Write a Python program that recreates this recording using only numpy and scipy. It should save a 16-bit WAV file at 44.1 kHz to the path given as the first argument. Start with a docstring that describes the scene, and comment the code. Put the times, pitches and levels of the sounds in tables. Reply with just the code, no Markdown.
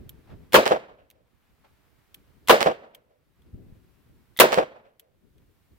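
"""A puff of wind and a click of cocked steel, then three slow revolver shots in a sandy pit, at arm's length.
Blast: shaped noise bursts (crack, roar, late thump, sizzle) plus a wandering sine boom and a ring of steel.
Banks and hillside return smeared noise and sharp slaps; the pit's rumble loses its treble first.
Lockwork: scrapes ringing damped sines. Grip rubs, wind, brush and hiss: noise with moving levels.
A gain control ducks everything after each blast; peaks clip softly in the small camera."""
import sys
import numpy as np
from scipy import signal
from scipy.fft import rfft, irfft, next_fast_len
from scipy.io import wavfile
from scipy.ndimage import minimum_filter1d, map_coordinates

SR = 44100
rng = np.random.default_rng(int(sys.argv[2]) if len(sys.argv) > 2 else 0)


def materialize(psi):
    """Save the field psi as 16-bit PCM at rate SR to the path in sys.argv[1].

    A 1-D psi becomes a single channel; in a 2-D psi each row is a channel.
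    """
    bounded = np.clip(np.atleast_2d(psi).T, -1, 1)
    quanta = np.round(bounded * 32767).astype(np.int16)
    wavfile.write(sys.argv[1], SR, quanta)


N = 254898
BASS_HZ = 260  # the ports grow alike below this

# shots: (roar time [s], crack level [dB], ping level [dB], roar level [dB], boom level [dB],
#         sizzle level [dB], delay of the main echo [s], slap level [dB])
SHOTS = [(0.5413, -10.5, -31, 2.5, 3.5, -15, .179, 3), (2.4936, -9.5, -21.5, 3, -5, -14, .1775, 8),
         (4.3992, -12.5, -7, 1.56, -14.5, 4.5, .1866, 2.5)]
# first pressure crack: (frequency [Hz], relative density [dB/Hz])
CRACK_SPECTRUM = [(60, -19.5), (500, -5), (1800, 0.5), (3500, -5), (6000, -10.5), (14000, -13.5),
                  (16000, -13)]
# body of the muzzle blast: (frequency [Hz], relative density [dB/Hz])
ROAR_SPECTRUM = [(25, -40), (100, -27), (215, -8), (265, -14), (335, -4.5), (490, 6), (780, -2.5),
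                 (1050, 2), (1300, -3.5), (1700, -3), (2100, -9), (3000, -8.5), (5000, -19.5), (8000, -26),
                 (14500, -24), (16000, -26)]
# late low thump of the overloaded microphone recovering: (frequency [Hz], relative density [dB/Hz])
THUMP_SPECTRUM = [(40, -24), (150, -19.5), (220, 0), (262, -9.5), (335, 1), (430, -10), (900, -34.5),
                  (4000, -70)]
# overload sizzle: (frequency [Hz], relative density [dB/Hz])
SIZZLE_SPECTRUM = [(100, -32.5), (800, -12), (1800, 2.5), (3500, -3), (7000, -9.5), (14000, -3.5),
                   (16000, -5.5)]
CRACK_LEAD_S = .0093
THUMP_DELAY_S, THUMP_DB = 0.01, -16
GROUND_DELAY_S, GROUND_DB = .022, -6.0


def blasts():
    """Crack and ping, roar with boom and sizzle, a low thump as the overloaded microphone recovers, ground."""
    out = np.zeros((2, N))
    for s, crack_db, ping_db, roar_db, boom_db, sizzle_db, *_ in SHOTS:
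        crack = burst(CRACK_SPECTRUM, rise_s=0.00028, hold_s=0.00039, t60_s=.038, alike=.4, tilt_db=-0.2)
        roar = burst(ROAR_SPECTRUM, rise_s=0.0017, hold_s=.014, t60_s=.105, alike=0.079, grain_db=1.45)
        thump = burst(THUMP_SPECTRUM, rise_s=.008, hold_s=0.02, t60_s=0.099, alike=0.91)
        sizzle = burst(SIZZLE_SPECTRUM, rise_s=0.00075, hold_s=0.0031, t60_s=.078, alike=.05)
        # ground further out, from the right
        ground = burst(ECHO_SPECTRUM, rise_s=.012, hold_s=0.016, t60_s=.11, alike=1.0,
                       lag_ms=0.3, tilt_db=-3.0)
        add(out, s - CRACK_LEAD_S, amp(crack_db) * crack)
        add(out, s - CRACK_LEAD_S, amp(ping_db) * ping())
        add(out, s, amp(roar_db) * roar)
        add(out, s, amp(boom_db) * boom())
        add(out, s, amp(sizzle_db) * sizzle)
        add(out, s + THUMP_DELAY_S, amp(THUMP_DB) * thump)
        add(out, s + GROUND_DELAY_S, amp(GROUND_DB) * ground)
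    return out


# ring of the gun's steel: (frequency [Hz], level [dB], t60 [s])
PING_MODES = [(2030, -1, .032), (3630, 3, 0.014)]


def ping():
    """Short ring of the gun's steel: damped sines, identical at both ports."""
    t = np.arange(SR // 10) / SR
    modes = [amp(db - 60 * t / t60_s) * np.sin(2 * np.pi * hz * t) for hz, db, t60_s in PING_MODES]
    return sum(modes)[None]


BOOM_HZ = 503


def boom():
    """The camera's hollow, struck by the blast: a few strong cycles whose phase walks randomly."""
    t = np.arange(SR // 8) / SR
    shape = np.minimum(t / 0.0014, 1) * amp(-60 * np.maximum(t - .009, 0) / 0.035)
    wander = 0.0097 * np.cumsum(rng.standard_normal(len(t)))
    port_phase = np.array([[0], [.2]])
    return np.sqrt(2) * shape * np.sin(2 * np.pi * BOOM_HZ * t + wander + port_phase)


# spectrum of a sharp slap: (frequency [Hz], relative level [dB])
SLAP_SPECTRUM = [(100, -30.5), (600, 9.5), (2500, 6), (4200, 1.5), (6500, -5), (9000, -8), (16000, -23)]
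# flat faces: (time after the main echo [s], level [dB])
FLAT_FACES = [(-.0637, -1.5), (-.0423, 3)]
SLAP_LAG_S, SLAP_LEFT_DB = .0004, -8.5
COMMON_POWER = .8  # share of the slope echo repeated at every shot


def echoes():
    """Rough slopes return dull thuds, much alike for every shot; flat faces keep the shock front sharp."""
    out = np.zeros((2, N))
    terrain = hillside()
    front = -shock(SLAP_SPECTRUM)
    lag = round(SLAP_LAG_S * SR)
    # left port further away and shaded
    slap = np.array([amp(SLAP_LEFT_DB) * np.pad(front, (lag, 0)), np.pad(front, (0, lag))])
    for s, *_, echo_delay, slap_db in SHOTS:
        answer = np.sqrt(COMMON_POWER) * terrain + np.sqrt(1 - COMMON_POWER) * hillside()
        add(out, s + echo_delay - LEAD_S, answer)
        for delay, db in FLAT_FACES:
            add(out, s + echo_delay + delay, amp(slap_db + db) * slap)
    return out


# returning slopes: (time after the main echo [s], level [dB], treble tilt [dB/octave],
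#                    centre of the face's colour [Hz], its lift [dB])
SLOPES = [(-.058, -7, -0.5, 960, 2), (-.01, -6.5, -2.5, 200, 6), (-.001, -1.15, -3.5, 660, 5.5),
          (.176, -39, -3.5, 901, 8), (0.271, -47.5, -3.5, 3000, 5), (.44, -54, -1, 530, 9)]
# common colour of the returns: (frequency [Hz], relative density [dB/Hz])
ECHO_SPECTRUM = [(25, -36.5), (100, -23.5), (220, -14.5), (350, -10.5), (450, -2), (530, 2), (660, -2),
                 (800, -7), (1250, -11), (1700, -11.5), (2800, -16.5), (5000, -25), (10000, -36.5),
                 (16000, -36)]
LEAD_S = .1  # room for slopes that precede the main echo
SMEAR_RISE_S, SMEAR_T60_S = .004, .062
RISE_GROWS_S_PER_S, T60_GROWS_S_PER_S = 0.12, 0.74  # per s beyond the main echo
LEDGE_STEP_S, LEDGE_DB, LEDGE_LOSS_DB, LEDGE_TILT_DB_PER_OCT = .014, -11.5, 2.5, -5
SCRUB_S, SCRUB_DB = -0.052, -18.5  # start re main echo, level


def hillside():
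    """Slopes, ledges and scrub answer, from LEAD_S before the main echo; later slopes smear more."""
    out = np.zeros((2, SR))
    hz = np.geomspace(25, 16000, 60)
    from_right = dict(hold_s=0.0024, alike=0.61, lag_ms=0.372, grain_db=1.5)
    for delay, db, tilt_db, face_hz, lift_db in SLOPES:
        beyond = max(delay, 0)
        rise_s = SMEAR_RISE_S + RISE_GROWS_S_PER_S * beyond
        t60_s = SMEAR_T60_S + T60_GROWS_S_PER_S * beyond
        lift = lift_db * np.exp(-(np.log2(hz / face_hz) / .5) ** 2)
        face = np.transpose([hz, along(ECHO_SPECTRUM, hz) + lift])
        sound = burst(face, rise_s, t60_s=t60_s, tilt_db=tilt_db, **from_right)
        add(out, LEAD_S + delay - rise_s, amp(db) * sound)
    # ledges behind the main face
    for k in range(1, 4):
        ledge = burst(ECHO_SPECTRUM, SMEAR_RISE_S, t60_s=SMEAR_T60_S, tilt_db=LEDGE_TILT_DB_PER_OCT,
                      **from_right)
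        ledge_db = LEDGE_DB - LEDGE_LOSS_DB * (k - 1.5)
        add(out, LEAD_S + k * LEDGE_STEP_S - SMEAR_RISE_S, amp(ledge_db) * ledge)
    # bright scatter off stones and scrub
    scrub = burst(ECHO_SPECTRUM, rise_s=.012, t60_s=.22, tilt_db=1.0, **from_right)
    add(out, LEAD_S + SCRUB_S, amp(SCRUB_DB) * scrub)
    return out


# decay of the pit: (frequency [Hz], t60 [s])
PIT_DECAY = [(60, 1.0), (250, .73), (520, .65), (1000, .62), (3000, .53), (6000, .41), (12000, .33)]


def pit():
    """The pit rumbles on unevenly after each shot, the treble dying first."""
    out = np.zeros((2, N))
    for s, *_ in SHOTS:
        steady = noise(ECHO_SPECTRUM, SR, alike=0.46, lag_ms=0.24, tilt_db=1.53, mono_hz=BASS_HZ)
        hz, t, z = signal.stft(steady, SR, nperseg=256)
        decay = amp(-60 * t / along(PIT_DECAY, hz)[:, None])
        tail = signal.istft(z * decay, SR, nperseg=256)[1]
        add(out, s + .011, amp(-10.5) * tail)
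    return out * amp(1.4 * wobble(90))


# cocking and trigger return: (time [s], level [dB], ring [dB], brightness [dB/octave], rebound delay [s])
CLICKS = [(0.0928, -39.5, 0, 2.5, .0015), (1.1016, -38.5, -9, -0.5, .0085), (2.144, -41.5, 3.5, 1, .0015),
          (2.948, -35.5, -1, -0.5, .003), (3.4193, -63.5, 2, -3, .002), (4.996, -36, -2.5, 1, .0025),
          (5.381, -63.5, -4, -4, 0.00205)]
# hammer falls: (time [s], level [dB], ring [dB], brightness [dB/octave])
HAMMER_FALLS = [(0.5226, -33, -16.5, -6), (2.4738, -33.5, -15, -4.5), (4.3723, -36.5, -4, 0.5)]
HAMMER_REBOUND_S = .003  # bounce on the primer
REBOUND_DB, REBOUND_TILT_DB_PER_OCT = -4.5, -2.5
FAINT_RING_S, FAINT_RING_DB = 4.3652, -42  # just before the last hammer fall


def lockwork():
    """Hammer, cylinder and trigger strike home and rebound once; one faint ring."""
    out = np.zeros((2, N))
    falls = [(*fall, HAMMER_REBOUND_S) for fall in HAMMER_FALLS]
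    for s, db, ring_db, tilt_db, rebound_s in CLICKS + falls:
        add(out, s, contact(db, ring_db, tilt_db))
        rebound = contact(db + REBOUND_DB, ring_db, tilt_db + REBOUND_TILT_DB_PER_OCT)
        add(out, s + rebound_s, rebound)
    add(out, FAINT_RING_S, amp(FAINT_RING_DB) * ping())
    return out


# modes of the steel frame: (frequency [Hz], level [dB], t60 [s])
FRAME_MODES = [(3150, -8, 0.025), (3370, 0, .016), (5911, -14, 0.013), (8400, -13.5, 0.013),
               (9500, -10.5, 0.015), (12690, -5, .04), (13730, -8.5, .025)]
# steel scraping on steel: (frequency [Hz], relative density [dB/Hz])
SCRAPE_SPECTRUM = [(300, -29.5), (1400, -17.5), (2200, -5), (3200, -2), (5000, -11), (9000, -9.5),
                   (13500, -3), (16000, -6)]


def contact(db, ring_db, tilt_db):
    """One touch of steel on steel: a tiny scrape, the ringing frame and faint ground scatter."""
    t = np.arange(SR // 10) / SR
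    out = np.zeros((2, len(t)))
    ring = 0
    for hz, level_db, t60_s in FRAME_MODES:
        strike_db = level_db + rng.normal(0, 1.7, (2, 1)) + tilt_db * np.log2(hz / 6000)
        cycles = hz * t + rng.random((2, 1))
        ring = ring + amp(strike_db - 60 * t / t60_s) * np.sin(2 * np.pi * cycles)
    scrape = burst(SCRAPE_SPECTRUM, rise_s=0.0009, hold_s=0.00025, t60_s=.018, alike=0.78, tilt_db=tilt_db)
    scatter = burst(SCRAPE_SPECTRUM, rise_s=.003, hold_s=.003, t60_s=.065, alike=.2)
    add(out, 0, amp(ring_db) * ring)
    add(out, 0, scrape)
    add(out, .003, amp(-22) * scatter)
    return amp(db) * out


# hand and sleeve: (time [s], level [dB], half length [s])
RUBS = [(0.316, -54.5, 0.024), (1.655, -56, 0.011)]
# soft friction: (frequency [Hz], relative density [dB/Hz])
RUB_SPECTRUM = [(100, -5.5), (650, 9), (1500, 0.5), (4000, -12), (9000, -30), (16000, -29)]


def rubs():
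    """Hand and sleeve shift as the grip settles: noise in short, uneven swells."""
    level = sum(amp(db) * swell(s, half_s) for s, db, half_s in RUBS)
    return level * amp(2.5 * wobble(120)) * noise(RUB_SPECTRUM, N, alike=0.32)


# single puffs: (time [s], level [dB], half length [s])
PUFFS = [(0.065, -39.5, 0.0057), (1.72, -59, 0.016), (3.55, -35.5, 0.011), (3.729, -42.5, 0.0059)]
# (frequency [Hz], relative density [dB/Hz])
PUFF_SPECTRUM = [(20, -4), (70, 2.5), (130, -0.5), (300, -14.5), (1000, -59), (4000, -90)]


def puffs():
    """Puffs of air hit the microphone: low noise in short smooth humps."""
    level = sum(amp(db) * swell(s, half_s) for s, db, half_s in PUFFS)
    return level * noise(PUFF_SPECTRUM, N, alike=0.255)


# low swells: gusts, and at .97 s the low rumble lingering after the first shot:
# (peak time [s], level [dB], dying time [s])
LOW_SWELLS = [(.01, -47, 0.14), (.32, -46, 0.13), (.97, -53.5, 0.21), (2.2, -62, 0.18),
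              (2.43, -57.5, 0.095), (3.27, -56, 0.018), (3.56, -46.5, 0.18), (4.11, -56.5, .1),
              (5.28, -55, .15), (5.72, -57, 0.056)]
# low noise at the ports: (frequency [Hz], relative density [dB/Hz])
BUFFET_SPECTRUM = [(12, -38.5), (20, -10.5), (65, -0.5), (118, -4), (193, -8.5), (226, -9.5), (406, -14),
                   (800, -34.5), (1040, -65), (1760, -120)]
CALM_DB, FLUTTER_DB = -66, 3.5  # floor between swells, depth of the lumps


def low_swells():
    """Wind gusts and the first shot's lingering rumble: low noise, its lumps independent at each port."""
    swell_power = sum((amp(db) * rise_and_die(s, dying_s)) ** 2 for s, db, dying_s in LOW_SWELLS)
    strength = np.sqrt(amp(CALM_DB) ** 2 + swell_power)
    lumps = amp(FLUTTER_DB * np.array([wobble(30), wobble(30)]))
    return strength * lumps * noise(BUFFET_SPECTRUM, N, alike=0.18)


RISE_RATIO = 0.52  # rise time / dying time


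def rise_and_die(s, dying_s):
    """A level that builds quickly up to time s and dies away more slowly."""
    t = np.arange(N) / SR - s
    return np.exp(-np.maximum(t, -t / RISE_RATIO) / dying_s)


# stirring brush: (frequency [Hz], relative density [dB/Hz])
BRUSH_SPECTRUM = [(100, -3.5), (500, 1.5), (1000, 2.5), (2200, -1.5), (4000, -9.5), (7000, -18.5),
                  (16000, -27.5)]
BRUSH_DB, BRUSH_EASES_DB_PER_S = -68, 1.12


def brush():
    """Dry brush stirs unevenly and slowly settles."""
    level_db = BRUSH_DB - BRUSH_EASES_DB_PER_S * np.arange(N) / SR + 0.83 * wobble(26)
    return amp(level_db) * noise(BRUSH_SPECTRUM, N, alike=0.35)


# steady hiss: (frequency [Hz], relative density [dB/Hz])
HISS_SPECTRUM = [(100, 7.5), (1000, 2.5), (4000, 0.5), (6500, -4), (10000, -2.5), (14500, 1.5), (16000, -1)]


def hiss():
    """Faint steady noise, nearly independent at the two ports."""
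    return amp(-72.5) * noise(HISS_SPECTRUM, N, alike=0.13)


def amp(db):
    """Decibels to gain."""
    return 10 ** (np.asarray(db) / 20)


def unit(x):
    """x at rms 1."""
    return x / np.sqrt(np.mean(x ** 2) + 1e-20)


def along(points, hz):
    """(Hz, value) points read on a log frequency axis."""
    f, v = np.transpose(points)
    return np.interp(np.log(hz + 1), np.log(f), v)


def colour(points, hz, tilt_db=0):
    """Gain of a spectrum, tilted by tilt_db per octave above 600 Hz."""
    return amp(along(points, hz) + tilt_db * np.log2(np.maximum(hz / 600, 1)))


def add(track, s, sound):
    """Mix a sound into the stereo track at time s."""
    start = max(round(s * SR), 0)
    part = track[:, start:start + sound.shape[1]]
    part += sound[:, :part.shape[1]]


def noise(points, size, alike, lag_ms=0, tilt_db=0, mono_hz=1):
    """Coloured stereo noise of rms 1; the shared part reaches the left port lag_ms later."""
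    hz = np.fft.rfftfreq(size, 1 / SR)
    shared, *own = np.exp(2j * np.pi * rng.random((3, len(hz))))
    late = np.exp(-2j * np.pi * hz * lag_ms / 1000)
    # shared power rises to 1 below mono_hz
    share = 1 - (1 - np.clip(alike, 0, 1)) * hz ** 2 / (hz ** 2 + mono_hz ** 2)
    common = np.sqrt(share) * np.array([shared * late, shared])
    separate = np.sqrt(np.abs(1 - share)) * np.array(own)
    return unit(irfft((common + separate) * colour(points, hz, tilt_db), size))


def burst(points, rise_s, hold_s, t60_s, alike, lag_ms=0, tilt_db=0, grain_db=2):
    """Grainy noise that swells, holds and dies away, with the energy of its envelope at each port."""
    t = np.arange(next_fast_len(int((rise_s + hold_s + t60_s) * SR) + 256)) / SR
    shape = np.minimum(t / rise_s, 1) ** 2 * amp(-60 * np.maximum(t - rise_s - hold_s, 0) / t60_s)
    # wavefronts clump a few ms apart
    knots = t * 450
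    clumps = amp(grain_db * map_coordinates(rng.standard_normal(int(knots[-1]) + 4), [knots]))
    x = shape * clumps * noise(points, len(t), alike, lag_ms, tilt_db, BASS_HZ)
    return x * np.linalg.norm(shape) / np.linalg.norm(x, axis=1, keepdims=True)


def shock(points):
    """One causal pressure spike of peak 1, its spectrum made minimum-phase by a folded cepstrum."""
    size = 1024
    cepstrum = irfft(np.log(colour(points, np.fft.rfftfreq(size, 1 / SR))))
    spike = irfft(np.exp(rfft(2 * cepstrum[:size // 2], size)))
    return spike / np.abs(spike).max()


def swell(s, half_s):
    """A smooth Gaussian hump in time around s."""
    return np.exp(-.5 * ((np.arange(N) / SR - s) / half_s) ** 2)


def wobble(rate_hz):
    """A smooth random curve, rate_hz knots a second."""
    knots = np.arange(N) * rate_hz / SR
    return map_coordinates(rng.standard_normal(int(knots[-1]) + 4), [knots])


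def scene():
    """The gun in front, the slopes a little to the right, over wind, low rumble and hiss."""
    returns = (echoes() + pit()) * amp([[-.7], [.7]])
    background = low_swells() + puffs() + brush() + hiss()
    return blasts() + returns + lockwork() + rubs() + background


DUCK_DB, DUCK_HOLD_S, DUCK_RELEASE_S = 9, .47, .24  # greatest depth, hold, recovery time constant


def gain_control(x, threshold_db=-16):
    """Loud sound turns the gain down at once; it stays down a while and creeps back."""
    level_db = 20 * np.log10(np.abs(x).max(axis=0) + 1e-9)
    over_db = np.clip(level_db - threshold_db, 0, DUCK_DB)
    size = int(DUCK_HOLD_S * SR) | 1
    # running maximum of the past
    held_db = -minimum_filter1d(-over_db, size, origin=size // 2, mode="constant")
    step = 1 / (DUCK_RELEASE_S * SR)
    eased_db = signal.lfilter([step], [1, step - 1], held_db)
    return x * amp(-np.maximum(held_db, eased_db))


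TOP_HZ = 15950


def record(dry):
    """Gain control, rounded clipping at full scale and the camera's steep band limit."""
    x = gain_control(dry)
    x = x / (1 + np.abs(x) ** 6) ** (1 / 6)
    size = next_fast_len(N + SR // 2)
    hz = np.fft.rfftfreq(size, 1 / SR)
    low_pass = 1 / np.sqrt(1 + (hz / TOP_HZ) ** 160)
    return irfft(rfft(x, size) * low_pass, size)[:, :N]


dry = scene()
out = record(dry)
materialize(out)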